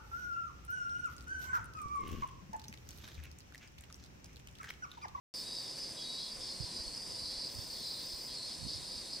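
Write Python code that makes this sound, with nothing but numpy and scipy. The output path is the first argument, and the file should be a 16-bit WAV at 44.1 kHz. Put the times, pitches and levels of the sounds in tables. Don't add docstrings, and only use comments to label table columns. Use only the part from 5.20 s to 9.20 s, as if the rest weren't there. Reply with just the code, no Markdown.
import sys
import numpy as np
from scipy import signal
from scipy.fft import rfft, irfft
from scipy.io import wavfile
from scipy.ndimage import uniform_filter1d

SR = 44100
rng = np.random.default_rng(int(sys.argv[2]) if len(sys.argv) > 2 else 0)


def put_to_file(sound):
    columns = np.atleast_2d(sound).T
    safe = np.clip(columns, -1, 1)
    whole_steps = np.round(safe * 32767)
    wavfile.write(sys.argv[1], SR, whole_steps.astype(np.int16))


N = 176400
TIME = np.arange(N) / SR
TYMBAL_HZ = 177.5
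LEAVES_T60_S = 0.077


def from_db(db):
    return 10 ** (np.asarray(db) / 20)


def rms_one(x):
    return x / np.sqrt(np.mean(x ** 2) + 1e-20)


def drift(rate_hz):
    hop, settle = 40, 2000
    r = np.exp(-2 * np.pi * hop * rate_hz / SR)
    slow = signal.lfilter([1], [1, -2 * r, r * r], rng.standard_normal(N // hop + settle + 2))[settle:]
    return np.interp(np.arange(N) / hop, np.arange(len(slow)), rms_one(slow))


def swell(centre, length, squareness=3):
    return 2 ** (-.5 * np.minimum(np.abs(2 * (TIME - centre) / length), 10) ** squareness)


def resonate(x, hz, width_hz):
    r = np.exp(-np.pi * width_hz / SR)
    b = (1 - r * r) / 2 * np.array([1, 0, -1])
    a = [1, -2 * r * np.cos(2 * np.pi * hz / SR), r * r]
    return signal.lfilter(b, a, signal.lfilter(b, a, x + 1e-18))


def stereo_noise(side_db):
    mid, side = rng.standard_normal((2, N))
    return mid + from_db(side_db) * side * np.array([[1], [-1]])


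def colour(x, spectrum):
    hz, db = np.transpose(spectrum)
    f = np.maximum(np.fft.rfftfreq(N, 1 / SR), 1)
    skirts = np.minimum(1, np.minimum(f / hz[0], hz[-1] / f)) ** 6
    gain = from_db(np.interp(np.log(f), np.log(hz), db))
    return rms_one(irfft(rfft(x) * skirts * gain, N))


def garden(x, t60, echo_db):
    t = TIME[:SR // 2]
    tails = rng.standard_normal((2, len(t))) * from_db(-60 * t / t60) * (t > .002)
    tails /= np.sqrt(np.sum(tails ** 2, axis=1, keepdims=True))
    return x + from_db(echo_db) * signal.fftconvolve(np.atleast_2d(x), tails, axes=1)[:, :N]


def murmur():
    # (frequency [Hz], relative level [dB])
    spectrum = [(25, -2), (60, -2.5), (130, 0), (230, -1.5), (330, -2), (440, -5.5), (510, -2), (570, -4.5),
                (700, -7.5), (850, -10.5), (980, -6.5), (1300, -16), (1900, -12.5), (3000, -13),
                (4500, -43), (9000, -43)]
    air = garden(stereo_noise(side_db=-6.5), t60=0.1, echo_db=-13)
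    return from_db(-54.5 + .5 * drift(5.2)) * colour(air, spectrum)


def thumps():
    # (time [s], peak level [dB], frequency [Hz])
    eddies = [(1.408, -28.5, 115), (1.424, -40, 70), (1.444, -34.5, 88), (1.604, -39, 70), (1.674, -42, 45),
              (2.185, -46, 52), (2.362, -41, 75), (2.392, -34, 94), (2.942, -43.5, 60), (3.431, -34, 111),
              (3.452, -31.5, 140), (3.468, -34, 205), (3.489, -44, 80), (3.561, -41, 115), (3.767, -43, 85)]
    width_cycles = 0.4
    out = np.zeros(N)
    for centre, db, hz in eddies:
        cycles = hz * (TIME - centre)
        envelope = np.exp(-.5 * np.minimum(np.abs(cycles) / width_cycles, 10) ** 2)
        out += from_db(db) * envelope * np.cos(2 * np.pi * cycles)
    return out


def wind():
    # (centre time [s], length [s], level at the right [dB], upper band edge [Hz])
    puffs = [(1.194, 0.042, -55.5, 110), (1.273, 0.029, -55, 110), (1.984, 0.16, -55, 120),
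             (2.096, 0.031, -54, 80), (2.395, 0.084, -53, 303), (3.45, 0.086, -48, 240),
             (3.58, 0.075, -50.5, 171)]
    low_hz, left_db = 39, -22
    out = np.zeros((2, N))
    for centre, length, db, top_hz in puffs:
        shape = swell(centre, length, squareness=2.3)
        on = np.abs(TIME - centre) < .25
        band = signal.butter(2, [low_hz, top_hz], "band", fs=SR, output="sos")
        rumble = signal.sosfiltfilt(band, rng.standard_normal((2, N))[:, on] * shape[on])
        rumble *= np.sqrt(np.sum(shape ** 2) / np.sum(rumble ** 2, axis=1, keepdims=True))
        out[:, on] += from_db(db) * rumble
    return (out + thumps()) * from_db([[left_db], [0]])


def bird_rustles():
    # (centre time [s], length [s], level [dB])
    scratches = [(0.587, 0.015, -55.5), (2.12, .016, -58)]
    # (frequency [Hz], relative level [dB])
    spectrum = [(800, -3), (2500, 4), (7000, -1), (11500, 2), (14000, -12)]
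    level = sum(from_db(db) * swell(centre, length, squareness=1.6) for centre, length, db in scratches)
    return level * colour(stereo_noise(side_db=-12), spectrum)


def far_chorus():
    # (frequency [Hz], relative level [dB])
    hiss_spectrum = [(2900, -36), (3300, -10.5), (3750, -6.5), (4150, -12), (4600, -0.5), (5000, -0.5),
                     (5300, 2.5), (5500, -16), (5900, -19), (6400, -15)]
    # (frequency [Hz], relative level [dB])
    sizzle_spectrum = [(3000, -22), (5000, -3.5), (6400, -12), (7300, -1.5), (8400, 2.5), (9400, 1),
                       (10100, -5.5), (11000, -16), (12500, -10.5), (13800, -18), (15500, -35)]
    # (frequency [Hz], resonator width [Hz], level [dB])
    shrill_bands = [(6100, 120, -63), (5960, 23, -69), (5700, 160, -66.5), (8011, 30, -70), (8460, 32, -76),
                    (9324, 32, -71.5), (9500, 32, -85.5)]
    hiss = from_db(-51 + 2.13 * drift(6.9)) * colour(stereo_noise(side_db=-12.5), hiss_spectrum)
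    scattered = garden(rng.standard_normal(N), LEAVES_T60_S, echo_db=3.5)
    diffuse = from_db(3) * stereo_noise(side_db=-0.5)
    sizzle = from_db(-54 + 0.5 * drift(2.1) + drift(220)) * colour(scattered + diffuse, sizzle_spectrum)
    noise = stereo_noise(side_db=-5.5)
    shrills = sum(from_db(db) * rms_one(resonate(noise, hz, width)) for hz, width, db in shrill_bands)
    return hiss + sizzle + shrills


def thin_call():
    pitch_hz, waver_hz, level_db = 6122, 13, -60.5
    cycles = np.cumsum(pitch_hz + waver_hz * drift(60)) / SR
    return np.sqrt(2) * from_db(level_db) * swell(centre=.72, length=.23) * np.sin(2 * np.pi * cycles)


def high_insect():
    # (start time [s], end time [s], level [dB])
    calls = [(.05, .25, -61.5), (.37, .45, -66), (.55, 1.15, -85), (2.27, 3.113, -61.5)]
    # (frequency [Hz], relative level [dB])
    spectrum = [(11000, -30), (12500, -13), (14000, -10), (15200, -14), (16000, -25)]
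    fade_s, pulse_hz, wander_hz = 0.09, 32, 3
    level = sum(from_db(db) * np.clip(np.minimum(TIME - start, end - TIME) / fade_s + .5, 0, 1)
                for start, end, db in calls)
    cycles = np.cumsum(pulse_hz + wander_hz * drift(20)) / SR
    depth_db = 3.4 + drift(4)
    pulsing = from_db(depth_db * np.sin(2 * np.pi * cycles) + 1.4 * drift(150))
    blurred = garden(pulsing * stereo_noise(side_db=0.5), LEAVES_T60_S, echo_db=-2)
    return level * colour(blurred, spectrum)


def tymbal(rate_hz, jitter, spread_db):
    timing, strength = rng.standard_normal((3000, 2)).T
    at = (np.cumsum(np.exp(jitter * timing)) * SR / rate_hz).astype(int)
    clicks = np.zeros(N)
    clicks[at[at < N]] = from_db(spread_db * strength[at < N])
    return clicks


def ringing_cicada():
    # (start time [s], end time [s], main line level [dB], its frequency [Hz],
    #           growth over the phrase [dB], body resonance [Hz], its relative level [dB])
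    phrases = [(0.242, 0.401, -53.5, 3875, -2, 4630, -0.5), (0.756, 0.782, -48.5, 3885, 0, 4700, -11),
               (0.767, 0.832, -52, 3350, -9, 4400, -1), (0.817, 0.988, -47, 3878, -0.5, 4500, -6.5),
               (0.977, 1.078, -51, 4100, -6, 4370, -6), (0.969, 1.104, -59, 3356, -2, 3900, 2),
               (1.479, 1.608, -53.5, 4080, 4, 4750, -1), (1.957, 2.015, -55.5, 4040, 5, 4600, -6),
               (2.029, 2.275, -49.5, 4095, -6, 4510, -3), (2.553, 2.575, -59, 3408, 0, 4300, -6),
               (2.614, 2.818, -49, 4090, -0.5, 4840, -3.5), (3.07, 3.121, -59, 3295, -3, 4030, 3),
               (3.163, 3.233, -53, 4070, 0, 4450, -6)]
    attack_s, release_db_per_s, rise_hz_per_s = 0.027, 350, 135
    sideband_db, body_width_hz = -16, 250
    waver_hz, waver_db = 8.5, 1.64
    waver_cycles = waver_hz * np.cumsum(drift(22.2)) / SR
    steps = range(-2, 6)
    flickers = [from_db(waver_db * drift(48)) for _ in steps]
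    out = np.zeros(N)
    for start, end, db, hz, growth_db, body_hz, body_db in phrases:
        on = (TIME > start) & (TIME < end + .15)
        t = TIME[on] - (start + end) / 2
        attack = np.minimum((TIME[on] - start) / attack_s, 1)
        ramp_db = growth_db * np.interp(TIME[on], [start, end], [-.5, .5])
        release_db = release_db_per_s * np.maximum(TIME[on] - end, 0)
        level = np.sqrt(2) * attack * from_db(db + ramp_db - release_db)
        glide_cycles = rise_hz_per_s * t ** 2 / 2 + waver_cycles[on]
        for step, flicker in zip(steps, flickers):
            line_hz = hz + step * TYMBAL_HZ
            lift = from_db(body_db) * 2 ** (-2 * ((line_hz - body_hz) / body_width_hz) ** 2)
            gain = 1 if step == 0 else np.hypot(from_db(sideband_db), lift)
            cycles = line_hz * t + glide_cycles + rng.random()
            out[on] += level * gain * flicker[on] * np.sin(2 * np.pi * cycles)
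    return out


def rasping_cicada():
    # (centre time [s], length [s], level [dB], resonance [Hz])
    phrases = [(0.214, 0.054, -49, 4430), (0.343, 0.23, -57.5, 3720), (0.397, 0.083, -54, 4400),
               (0.626, 0.18, -57, 4270), (0.802, 0.099, -61, 3450), (1.03, 0.1, -51, 4260),
               (1.042, 0.13, -62, 3580), (1.318, 0.076, -50, 4300), (1.443, 0.11, -50, 4280),
               (1.7, 0.097, -48, 4440), (2.148, 0.36, -55, 4400), (2.556, 0.13, -49, 4350),
               (2.728, 0.26, -58, 3760), (2.693, 0.24, -52, 4370), (2.95, 0.082, -50, 4250),
               (3.216, 0.2, -46.5, 4310), (3.49, 0.13, -46.5, 4390), (3.648, 0.51, -56.5, 3880),
               (3.706, 0.29, -53.5, 4320), (3.936, 0.1, -50, 4330)]
    out = np.zeros(N)
    for centre, length, db, hz in phrases:
        clicks = tymbal(2 * TYMBAL_HZ, jitter=.3, spread_db=3.5)
        out += from_db(db) * swell(centre, length) * rms_one(resonate(clicks, hz, width_hz=344))
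    return out


def near_cicada():
    # (frequency [Hz], resonator width [Hz], gain before shaping [dB])
    modes = [(4630, 290, 3), (4950, 395, 4.5), (5148, 294, 7)]
    # (centre time [s], length [s], level [dB])
    efforts = [(0.162, 0.11, -44.5), (0.293, .05, -48), (0.378, 0.1, -44.5), (0.497, 0.072, -48),
               (0.622, 0.091, -44), (0.705, 0.046, -48.5), (0.812, 0.074, -47), (0.973, 0.12, -47),
               (1.128, 0.064, -46.5), (1.289, 0.12, -48), (1.433, 0.055, -45), (1.594, 0.086, -44.5),
               (1.794, 0.1, -45.5), (1.96, 0.18, -46.5), (2.09, 0.16, -48), (2.23, 0.094, -43),
               (2.384, 0.15, -49.5), (2.53, 0.066, -48), (2.7, 0.056, -44.5), (2.875, 0.11, -46.5),
               (3.034, 0.15, -47.5), (3.148, 0.04, -45), (3.297, 0.13, -49.5), (3.51, 0.06, -44.5),
               (3.737, 0.13, -46), (3.94, 0.058, -43.5)]
    rest_db = -59
    clicks = tymbal(rate_hz=360, jitter=.32, spread_db=1)
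    voice = sum((-1) ** k * from_db(db + 3.8 * drift(88)) * resonate(clicks, hz, width)
                for k, (hz, width, db) in enumerate(modes))
    voice = colour(voice, [(3600, -8), (4400, 10.0), (5300, 0.5), (5600, 11.5), (6500, -28)])
    voice /= np.sqrt(uniform_filter1d(voice ** 2, size=2200) + 1e-9)
    swell_power = sum((from_db(db) * swell(centre, length)) ** 2 for centre, length, db in efforts)
    return voice * np.sqrt(from_db(rest_db) ** 2 + swell_power)


def scene():
    cicadas = garden(near_cicada() + rasping_cicada(), t60=0.11, echo_db=-9) + ringing_cicada()
    return cicadas + far_chorus() + thin_call() + high_insect() + bird_rustles() + murmur() + wind()


def record(dry):
    start_s, stopband_hz = .139, 16060
    lowpass = signal.cheby2(20, 60, stopband_hz, fs=SR, output="sos")
    return signal.sosfilt(lowpass, dry * (TIME >= start_s))


dry = scene()
out = record(dry)
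put_to_file(out)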